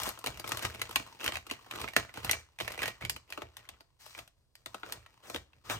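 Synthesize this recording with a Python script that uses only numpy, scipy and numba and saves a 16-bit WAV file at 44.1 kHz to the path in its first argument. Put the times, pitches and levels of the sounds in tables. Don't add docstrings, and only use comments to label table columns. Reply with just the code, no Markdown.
import sys
import numpy as np
from scipy import signal
from scipy.fft import rfft, irfft
from scipy.io import wavfile
from scipy.ndimage import uniform_filter1d
from numba import njit

SR = 44100
rng = np.random.default_rng(int(sys.argv[2]) if len(sys.argv) > 2 else 0)


def int16_out(signal):
    q = np.round(np.clip(np.atleast_2d(signal).T, -1, 1) * 32767)
    wavfile.write(sys.argv[1], SR, q.astype(np.int16))


N = 255702


def undb(db):
    return 10 ** (np.asarray(db) / 20)


def unit(x):
    return x / np.sqrt(np.mean(x ** 2))


def seconds(length):
    return np.arange(int(length * SR)) / SR


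def fade(t, t60):
    return np.exp(-np.log(1000) * t / t60)


def automation(points):
    return np.interp(np.arange(N) / SR, *np.transpose(points))


def band(x, low_hz, high_hz, order=3):
    sos = signal.butter(order, [low_hz, high_hz], "band", fs=SR, output="sos")
    return signal.sosfilt(sos, x)


def equalise(x, points):
    hz, db = np.transpose(points)
    f = np.fft.rfftfreq(N, 1 / SR) + 1
    return irfft(rfft(x) * undb(np.interp(np.log(f), np.log(hz), db)), N)


def ring(modes, t):
    return sum(undb(db) * np.sin(2 * np.pi * hz * t) * fade(t, t60) for hz, db, t60 in modes)


def stereo_noise(samples, width):
    noise = rng.standard_normal((3, samples))
    return (noise[0] + width * noise[1:]) / np.hypot(1, width)


def add(out, start_s, x):
    i = max(int(start_s * SR), 0)
    out[..., i:i + x.shape[-1]] += x[..., :max(N - i, 0)]


# freq_hz, gain_db
ROOM_TONE_EQ = [(15, -43.5), (25, 4.5), (137, -3.5), (180, -17.5), (591, -19), (863, -24), (2350, -34.5),
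                (3340, -29), (9320, -34), (11900, -41), (16000, -36.5)]


def room_tone():
    return undb(-72) * unit(equalise(stereo_noise(N, width=0.8), ROOM_TONE_EQ))


# freq_hz, gain_db
SCRAPE_EQ = [(150, -6.5), (330, -1), (600, 1.5), (850, 0.5), (1150, 2.5), (1600, -3.5), (2200, -6),
             (3000, -1), (4200, -3), (6000, -1), (8500, -7.5), (10000, -13.5), (12000, -12), (16000, -9)]


def stick_slip(grit, slips_per_s=330, scatter_db=4.5, t60=0.008):
    sizes = undb(scatter_db * np.minimum(rng.exponential(size=N), 3))
    slips = sizes * (rng.random(N) < slips_per_s / SR)
    power = signal.lfilter([1], [1, -fade(2 / SR, t60)], slips ** 2)
    supply = uniform_filter1d(power, size=SR // 16) + 1e-9
    envelope = np.sqrt(grit * power / supply + 1 - grit)
    return equalise(stereo_noise(N, width=0.7) * envelope, SCRAPE_EQ)


@njit
def barrel_resonance(x, hz, damping):
    out = np.empty(len(x))
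    band_state, low_state = 0., 0.
    for i in range(len(x)):
        g = np.tan(np.pi * hz[i] / SR)
        passed = (band_state + g * (x[i] - low_state)) / (1 + g * (g + damping))
        band_state = 2 * passed - band_state
        low_state += 2 * g * passed
        out[i] = damping * passed / np.sqrt(hz[i])
    return out


# start_s, length_s, level_db, hollow_db, rustle_db, desk_weight_db, pitch_hz, grit
PENCIL_STROKES = [(-.022, 0.11, -39.5, -11, -3.5, -46, 3200, 0.6),
                  (0.245, 0.047, -44, -3.5, -7, -43, 3190, 0.6),
                  (0.315, .09, -60, -6, -4, -49.5, 2650, 0.7), (0.436, 0.15, -52, 1, -1, -47.5, 1230, 0.7),
                  (0.609, 0.046, -42.5, 0, -1, -64, 1210, 0.7), (.68, 0.18, -54, -1, -5.5, -50.5, 2400, .9),
                  (0.895, 0.11, -51, -19, -3, -50.5, 3300, .7),
                  (0.933, 0.059, -61.5, -3, -6, -52, 1030, 0.7),
                  (1.192, 0.049, -44.5, -1.5, -5, -66, 2840, .7),
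                  (1.227, 0.051, -40, -2, -7.5, -44.5, 3080, 0.5),
                  (1.329, 0.015, -42, -11, -4.5, -40, 2580, 1), (1.48, 0.054, -51, -4, -6, -53.5, 2070, .7),
                  (1.697, 0.12, -50, 0.5, -5, -52, 1210, .8), (1.78, .07, -50, 4.5, -3, -45, 1290, 0.5),
                  (1.959, 0.019, -37, -3, -5.5, -37, 1810, 1), (2.14, 0.051, -49, -2, -7, -53, 950, 0.3),
                  (2.214, .08, -49, -3, -4, -40.5, 1400, 0.6), (2.306, 0.038, -45, 0.5, -2.5, -60, 1980, 1),
                  (2.585, 0.052, -51.5, -6.5, 1.5, -46, 2410, .7),
                  (2.627, .12, -50.5, 0, -6, -53, 1900, .8),
                  (2.776, .105, -44.5, -5, -5.5, -46.5, 2100, 0.6),
                  (3.005, 0.037, -49.5, 2, -7, -40.5, 2150, 0.5),
                  (3.09, 0.051, -70, 11, 9.5, -49, 2840, .6),
                  (3.274, .13, -59.5, -1, -5.5, -61.5, 2410, 0.8),
                  (3.42, 0.05, -64.5, 8, -13, -79, 950, 0.8), (3.54, 0.038, -71, 0, -7, -70, 2410, .6),
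                  (3.569, 0.036, -61.5, -3.5, -8, -66, 2410, .7),
                  (3.664, 0.059, -63.5, -5, -25, -57, 3360, .7),
                  (3.987, 0.17, -63.5, -7.5, 5, -67, 1934, 0.3),
                  (4.162, 0.027, -49, -6, -4.5, -52, 3270, .3),
                  (4.36, 0.05, -86.5, -4, 1, -67.5, 3270, 0.3),
                  (4.563, 0.043, -75, -0.5, 0.5, -82, 2330, .6),
                  (4.661, 0.17, -67.5, -2, -1, -67, 1290, .4), (4.84, .07, -56, 3.5, -3, -57, 1380, .4),
                  (4.908, 0.055, -54.5, -1.5, -8.5, -57, 3270, .4),
                  (5.222, 0.044, -54.5, -6, -5.5, -67, 3190, .2),
                  (5.259, 0.099, -54.5, -1, -0.5, -59, 3190, .2),
                  (5.337, 0.014, -48.5, -6, -8.5, -41, 3440, 0.7),
                  (5.526, 0.064, -78, 3.5, -4, -62, 2562, .5), (5.637, .05, -58, -1, -1, -53.5, 1210, 0),
                  (5.689, 0.033, -34.5, -5.5, -4.5, -40.5, 3760, 0),
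                  (5.725, .04, -49, -4, -16, -41, 1640, 0.8)]
# time_s, level_db
HAND_RUB = [(0, -63), (1.1, -59.5), (1.44, -73), (1.6, -63.5), (1.9, -60), (2.5, -77.5), (3, -68),
            (3.25, -77), (3.72, -69.5), (3.88, -84), (4.6, -98), (4.8, -72.5), (5.15, -71), (5.5, -84),
            (5.8, -79.5)]


def sliding(wander=0.12, shifts_per_s=30):
    _, _, level_db, hollow_db, rustle_db, _, pitch_hz, grits = np.transpose(PENCIL_STROKES)
    stroke_power = stroke_envelopes(attack_s=0.016, release_t60=0.2) * undb(level_db)[:, None] ** 2
    hand_power = undb(automation(HAND_RUB)) ** 2
    power = stroke_power.sum(axis=0) + hand_power

    def blend(per_stroke, hand):
        return (per_stroke @ stroke_power + hand * hand_power) / power

    shifts = rng.standard_normal(int(shifts_per_s * N / SR) + 2)
    drift = np.interp(np.arange(N) / SR * shifts_per_s, np.arange(len(shifts)), shifts)
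    barrel_hz = blend(pitch_hz, hand=1021) * np.exp(wander * drift)
    grains = stick_slip(grit=np.clip(blend(grits, hand=0.657), 0, 1))
    barrel = unit(np.array([barrel_resonance(side, barrel_hz, damping=0.16) for side in grains]))
    rasp = unit(unit(band(grains, 690, 3100)) + undb(-3) * barrel)
    hollow = blend(undb(hollow_db), hand=undb(-1.5)) * unit(band(grains, 170, 800))
    rustle = blend(undb(rustle_db), hand=undb(-3.5)) * unit(band(grains, 3500, 17000))
    return np.sqrt(power) * (undb(2) * rasp + undb(-2) * hollow + undb(-1) * rustle)


def stroke_envelopes(attack_s, release_t60):
    t = np.arange(N) / SR
    envelopes = []
    for start_s, length_s, *_ in PENCIL_STROKES:
        attack = np.clip((t - start_s) / (attack_s + 0.069 * length_s), 0, 1)
        release = fade(np.clip(t - start_s - length_s, 0, 1), release_t60)
        envelopes.append(attack * release)
    return np.array(envelopes) ** 2


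# pitch_hz, level_db, t60_s
DESK_MODES = [(48.1, -15, 0.055), (62, 12, 0.42), (79.7, 13, 0.38), (111, 13, 0.26), (106, -21, 0.041)]


def desk_ring():
    return np.gradient(ring(DESK_MODES, seconds(0.4)))


def desk_rumble():
    sway = signal.fftconvolve(stereo_noise(N, width=0.18), desk_ring()[None], axes=1)[:, :N]
    levelled = sway / np.sqrt(uniform_filter1d(np.mean(sway ** 2, axis=0), size=SR // 12))
    *_, weight_db, _, _ = np.transpose(PENCIL_STROKES)
    stroke_power = undb(weight_db) ** 2 @ stroke_envelopes(attack_s=0.034, release_t60=0.29)
    hand_power = undb(automation(HAND_RUB) - 4) ** 2
    return undb(-5) * levelled * np.sqrt(stroke_power + hand_power)


# start_s, level_db, pitch_hz, knock_db, hardness_db
PENCIL_HITS = [(0.0174, -42, 1074, -23, -3), (0.033, -42.5, 3470, -27, 2), (0.0619, -43, 2800, -12.5, -1.5),
               (0.0717, -46.5, 2830, 11, 0), (0.0898, -45, 2800, -8, 3.5), (0.1743, -54.5, 1020, -1, -11),
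               (.189, -57.5, 1120, 0.5, 4), (0.2409, -41, 982, -1, -5), (0.2614, -36.5, 2900, -1, -2.5),
               (.27, -32, 3030, -13, -6), (.373, -48, 2800, -16, -4.5), (0.3969, -44, 4710, -2.5, -2),
               (0.4419, -40, 1280, -3, -12.5), (0.4757, -45.5, 2100, -7, 0.5), (0.4912, -48.5, 895, 5.5, 3),
               (0.5188, -30, 1260, -9.5, -5.5), (0.571, -39, 2940, -11.5, -2),
               (0.5922, -42, 1210, -8.5, -4.5), (0.6243, -42, 3000, -26.5, -2.5),
               (0.6494, -29.5, 1223, -8.5, -7.5), (0.7465, -47.5, 2240, -3.5, -4.5),
               (0.816, -32.5, 2060, -10.5, -3.5), (0.892, -52, 990, 6, -1), (0.9098, -46, 1300, -12.5, -3),
               (.958, -25, 2730, -19, -6), (0.9603, -28, 1066, -13, -6), (0.997, -44.5, 2440, 1.5, -7.5),
               (1.0638, -57, 1030, -3, -5), (1.1976, -52, 2660, -29, -10.5), (1.2418, -41.5, 2530, -14, 0),
               (1.2618, -32, 2620, -26, -6), (1.2777, -29, 3040, -52, -8.5), (1.286, -41.5, 2850, 0.5, -9),
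               (1.321, -38, 3090, -9, -8.5), (1.355, -35, 2510, -24, -9.5),
               (1.3685, -37.5, 2930, -18, -7.5), (1.4663, -49.5, 2770, -3, -3.5),
               (1.499, -42.5, 2060, -27.5, -8.5), (1.5113, -35, 2850, -3, -5.5),
               (1.6643, -62.5, 956, 6.5, -4.5), (1.711, -39, 3030, -20, -7.5), (1.7577, -42, 1190, -4, -6),
               (1.8012, -52, 1280, -10, -1.5), (1.8143, -41, 2420, -7, -3),
               (1.8412, -38.5, 1280, -17.5, -14.5), (1.877, -41, 2100, -36, -13.5),
               (1.8849, -40, 2160, -21, -9), (1.9348, -45, 1850, -21, -7), (1.9639, -19.5, 1792, -6.5, -8),
               (2.0925, -52.5, 2020, -21, -12), (2.1401, -49, 2110, -22, -4), (2.173, -44, 840, 2.5, -7),
               (2.2462, -37.5, 956, -7, -1), (2.294, -29.5, 2030, -11, -8.5),
               (2.3117, -29.5, 5890, -21.5, 1), (2.3314, -33, 2300, -15.5, -18),
               (2.5872, -43, 2460, -26, -7.5), (2.6008, -34.5, 2140, -12, -9.5),
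               (2.608, -34, 3530, -3.5, -11), (2.678, -33.5, 1784, -14, -8.5),
               (2.719, -44, 5040, -12, -3.5), (2.7768, -45, 2020, 1, -5.5), (2.7905, -39.5, 2440, -15, -10),
               (2.8185, -37, 1980, -3, -7), (2.8303, -33, 1690, -21, -6), (2.8351, -35.5, 1650, -5, -12.5),
               (2.8568, -35.5, 1900, -16.5, -5.5), (2.8782, -34, 1870, -8, -6.5),
               (3.0102, -49, 1970, -10.5, -7.5), (3.0227, -44.5, 2180, -6.5, -13.5),
               (3.0499, -37, 2190, -33, -6), (3.0963, -32, 4960, -21, -1), (3.1625, -44, 3000, -8.5, -5.5),
               (3.3025, -52.5, 4840, -9.5, -2.5), (3.3234, -39.5, 2480, -32.5, -7.5),
               (3.3335, -50.5, 2520, -33.5, -6.5), (3.3753, -42, 1170, 3, -11),
               (3.419, -41, 857, -1, -10.5), (3.5678, -47.5, 3580, -20.5, -2.5),
               (3.6525, -61.5, 2130, -38, -10.5), (3.6892, -46.5, 3360, -14.5, -4),
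               (3.8063, -56.5, 4660, -4, -5.5), (4.062, -57, 1113, -0.5, -0.5),
               (4.149, -47, 2430, -26, -15), (4.189, -43, 3210, -12.5, -7),
               (4.2764, -60, 3200, -25.5, -2.5), (4.5534, -55.5, 4720, -45, -3),
               (4.6596, -41, 3610, -8.5, -5), (4.744, -41.5, 1280, -1.5, -7),
               (4.8322, -41, 1400, -6.5, -17.5), (4.9225, -40, 3480, -15.5, 0),
               (5.062, -52, 1350, -33, -11.5), (5.2981, -44.5, 1040, 0.5, -3),
               (5.345, -36.5, 3310, 1.5, -7.5), (5.3603, -36, 3710, -9, -8.5), (5.532, -61, 2614, -30, -13),
               (5.698, -32.5, 3580, -1.5, -8.5)]
# low_hz, high_hz, base_t60_s
CLICK_LAYERS = [(231, 610, 0.06), (574, 1542, 0.028), (1380, 3100, 0.018), (3407, 6800, 0.037),
                (7150, 15000, 0.029)]


def clicks(ring_cycles=34, partner_ratio=0.79):
    out, t = np.zeros((2, N)), seconds(0.06)
    log_centres = [np.log(low * high) / 2 for low, high, _ in CLICK_LAYERS]
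    rise = 1 - np.exp(-t / 0.00088)
    spike = 1 + 1.6 * np.exp(-t / 0.00065)
    contact_gain = np.sqrt(0.007 * SR / len(t))
    for start_s, level_db, pitch_hz, knock_db, hardness_db in PENCIL_HITS:
        body_db = 1.5 + 0.29 * knock_db - np.log2(pitch_hz / 2000) - 0.28 * (level_db + 40)
        tick_db = 1.5 + 1.63 * hardness_db
        layers_db = [knock_db, body_db, 0, hardness_db, tick_db]
        stretch = 0.92 * 2 ** (knock_db / 49)
        chatter = stereo_noise(len(t), width=0.89) * spike * rise
        crack = sum(undb(db - 1) * unit(band(chatter * fade(t, t60 * stretch), low, high))
                    for (low, high, t60), db in zip(CLICK_LAYERS, layers_db))
        ring_t60 = ring_cycles / pitch_hz
        barrels = ring([(pitch_hz, 0, ring_t60), (pitch_hz * partner_ratio, -6, ring_t60 / 2)], t) * rise
        drive_db = min(np.interp(np.log(pitch_hz), log_centres, layers_db), -0.5)
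        ring_db = drive_db - 3 - 0.2 * hardness_db
        hit = crack + undb(ring_db) * unit(barrels)
        add(out, start_s, hit * contact_gain * undb(level_db))
    return out


# pitch_hz, level_db, t60_s
TRAY_MODES = [(214, 3.5, .14), (274, -11.5, 0.25), (364.2, 6.5, 0.12), (482, 5, 0.077),
              (555.8, -9.5, 0.092), (675.7, 2, 0.2), (940, 10, 0.033), (970, -7.5, 0.091),
              (1307, -2.5, 0.12), (1383, 2, .06), (1590, -4, 0.019), (1897, 11, 0.12), (2070, 9, 0.07),
              (2315, 3, 0.2), (2420, 7, 0.021), (2760, 9.5, .07), (3140, 5, 0.02), (3200, 3.5, .05)]


def tray_ring(t):
    return np.array([ring([(hz, db + 2 * rng.standard_normal(), t60) for hz, db, t60 in TRAY_MODES], t)
                     for _ in range(2)])


def surroundings(pencils):
    t = seconds(0.5)
    onset = np.clip(t / 0.0026 - 1, 0, 1)
    tray = tray_ring(t) * onset
    scatter = rng.standard_normal((2, len(t))) * fade(t, t60=0.084) * onset
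    response = undb(-9) * unit(scatter) + undb(-11) / 3 * unit(tray)
    tail_onset = np.clip(t / 0.015 - 0.5, 0, 1)
    for low_hz, high_hz, level_db, t60, width in [
            (120, 1200, -22, 0.46, 0.7), (900, 3800, -21.5, 0.34, 0.63), (4060, 8600, -12.5, 0.26, 2)]:
        tail = stereo_noise(len(t), width) * fade(t, t60) * tail_onset
        response += band(undb(level_db) * unit(tail), low_hz, high_hz)
    reverb = signal.fftconvolve(pencils, response / np.sqrt(len(t)), axes=1)[:, :N]
    wall = np.zeros((2, N))
    add(wall, 0.0098, undb(-14) * band(pencils, 4100, 9100))
    return pencils + wall + reverb


# start_s, level_db, push_ms
DESK_BLOWS = [(0.532, -37, 7.3), (0.64, -32.5, 8.5), (1.97, -53, 2.4), (2.176, -41, 3.1),
              (2.246, -32.5, 2.5), (2.316, -41.5, 13), (2.62, -49.5, 12), (3.038, -32.5, 3.3),
              (3.428, -44, 9.9), (3.574, -58, 7.7), (4.669, -52, 5.1), (4.972, -48.5, 7),
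              (5.356, -48.5, 2.7), (5.714, -57, 2.9), (5.761, -38.5, 3)]


def desk_thumps():
    out, response = np.zeros((2, N)), desk_ring()
    for start_s, level_db, push_ms in DESK_BLOWS:
        push = np.hanning(int(push_ms / 1000 * SR) + 3)
        boom = band(np.convolve(response, push), 72, 300, order=2)
        add(out, start_s, boom / np.abs(boom).max() * undb(level_db - 3))
    return out


# time_s, left_minus_right_db
HAND_PAN = [(0, 2.3), (.8, 0), (1.27, 0.5), (1.78, -1), (1.9, -1.9), (2.3, -0.5), (2.8, -1.1), (3.2, -0.5),
            (3.6, 1.5), (4.2, 1), (4.8, 0), (5.8, 2)]


def scene():
    air = room_tone()
    pan = undb(automation(HAND_PAN) * np.array([[1], [-1]]) / 2)
    pencils = (clicks() + sliding()) * pan
    return surroundings(pencils) + desk_rumble() + desk_thumps() + air


# freq_hz, response_db, left_minus_right_db, left_lead_rad
MIC_PORTS = [(100, 0, -2, 0.14), (280, -0.5, -3, -0.42), (720, 1, 2.5, 1.83), (1150, -1, 3.5, 0.02),
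             (2000, 1, -2.5, 1.23), (3460, 0, 1.5, 2.5), (4200, 5, 2.5, 3.5), (5120, 0.5, 6, 5.5),
             (7200, -2, 3, 7.5), (9080, 4, 1, 4.5), (10200, 4.5, -2, 3.5), (11350, 5, 0.5, .5),
             (14200, 0.5, -0.5, -4), (15700, 0.5, -0.5, -8.5)]


def record(dry, narrow_above_hz=8800, top_width=0.18, low_cut_hz=39, high_cut_hz=15900):
    f = np.fft.rfftfreq(N, 1 / SR)
    hz, *columns = np.transpose(MIC_PORTS)
    response_db, balance_db, phase = (np.interp(f, hz, column) for column in columns)
    left, right = rfft(dry)
    mid = (left + right) / 2
    side = (left - right) / 2 * np.where(f < narrow_above_hz, 1, top_width)
    port = undb(balance_db / 2) * np.exp(1j * phase / 2)
    heard = irfft(np.array([(mid + side) * port, (mid - side) / port]) * undb(response_db), N)
    low_cut = signal.butter(3, low_cut_hz, "high", fs=SR, output="sos")
    high_cut = signal.ellip(8, 0.2, 70, high_cut_hz, fs=SR, output="sos")
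    return signal.sosfilt(high_cut, signal.sosfilt(low_cut, heard))


dry = scene()
out = record(dry)
int16_out(out)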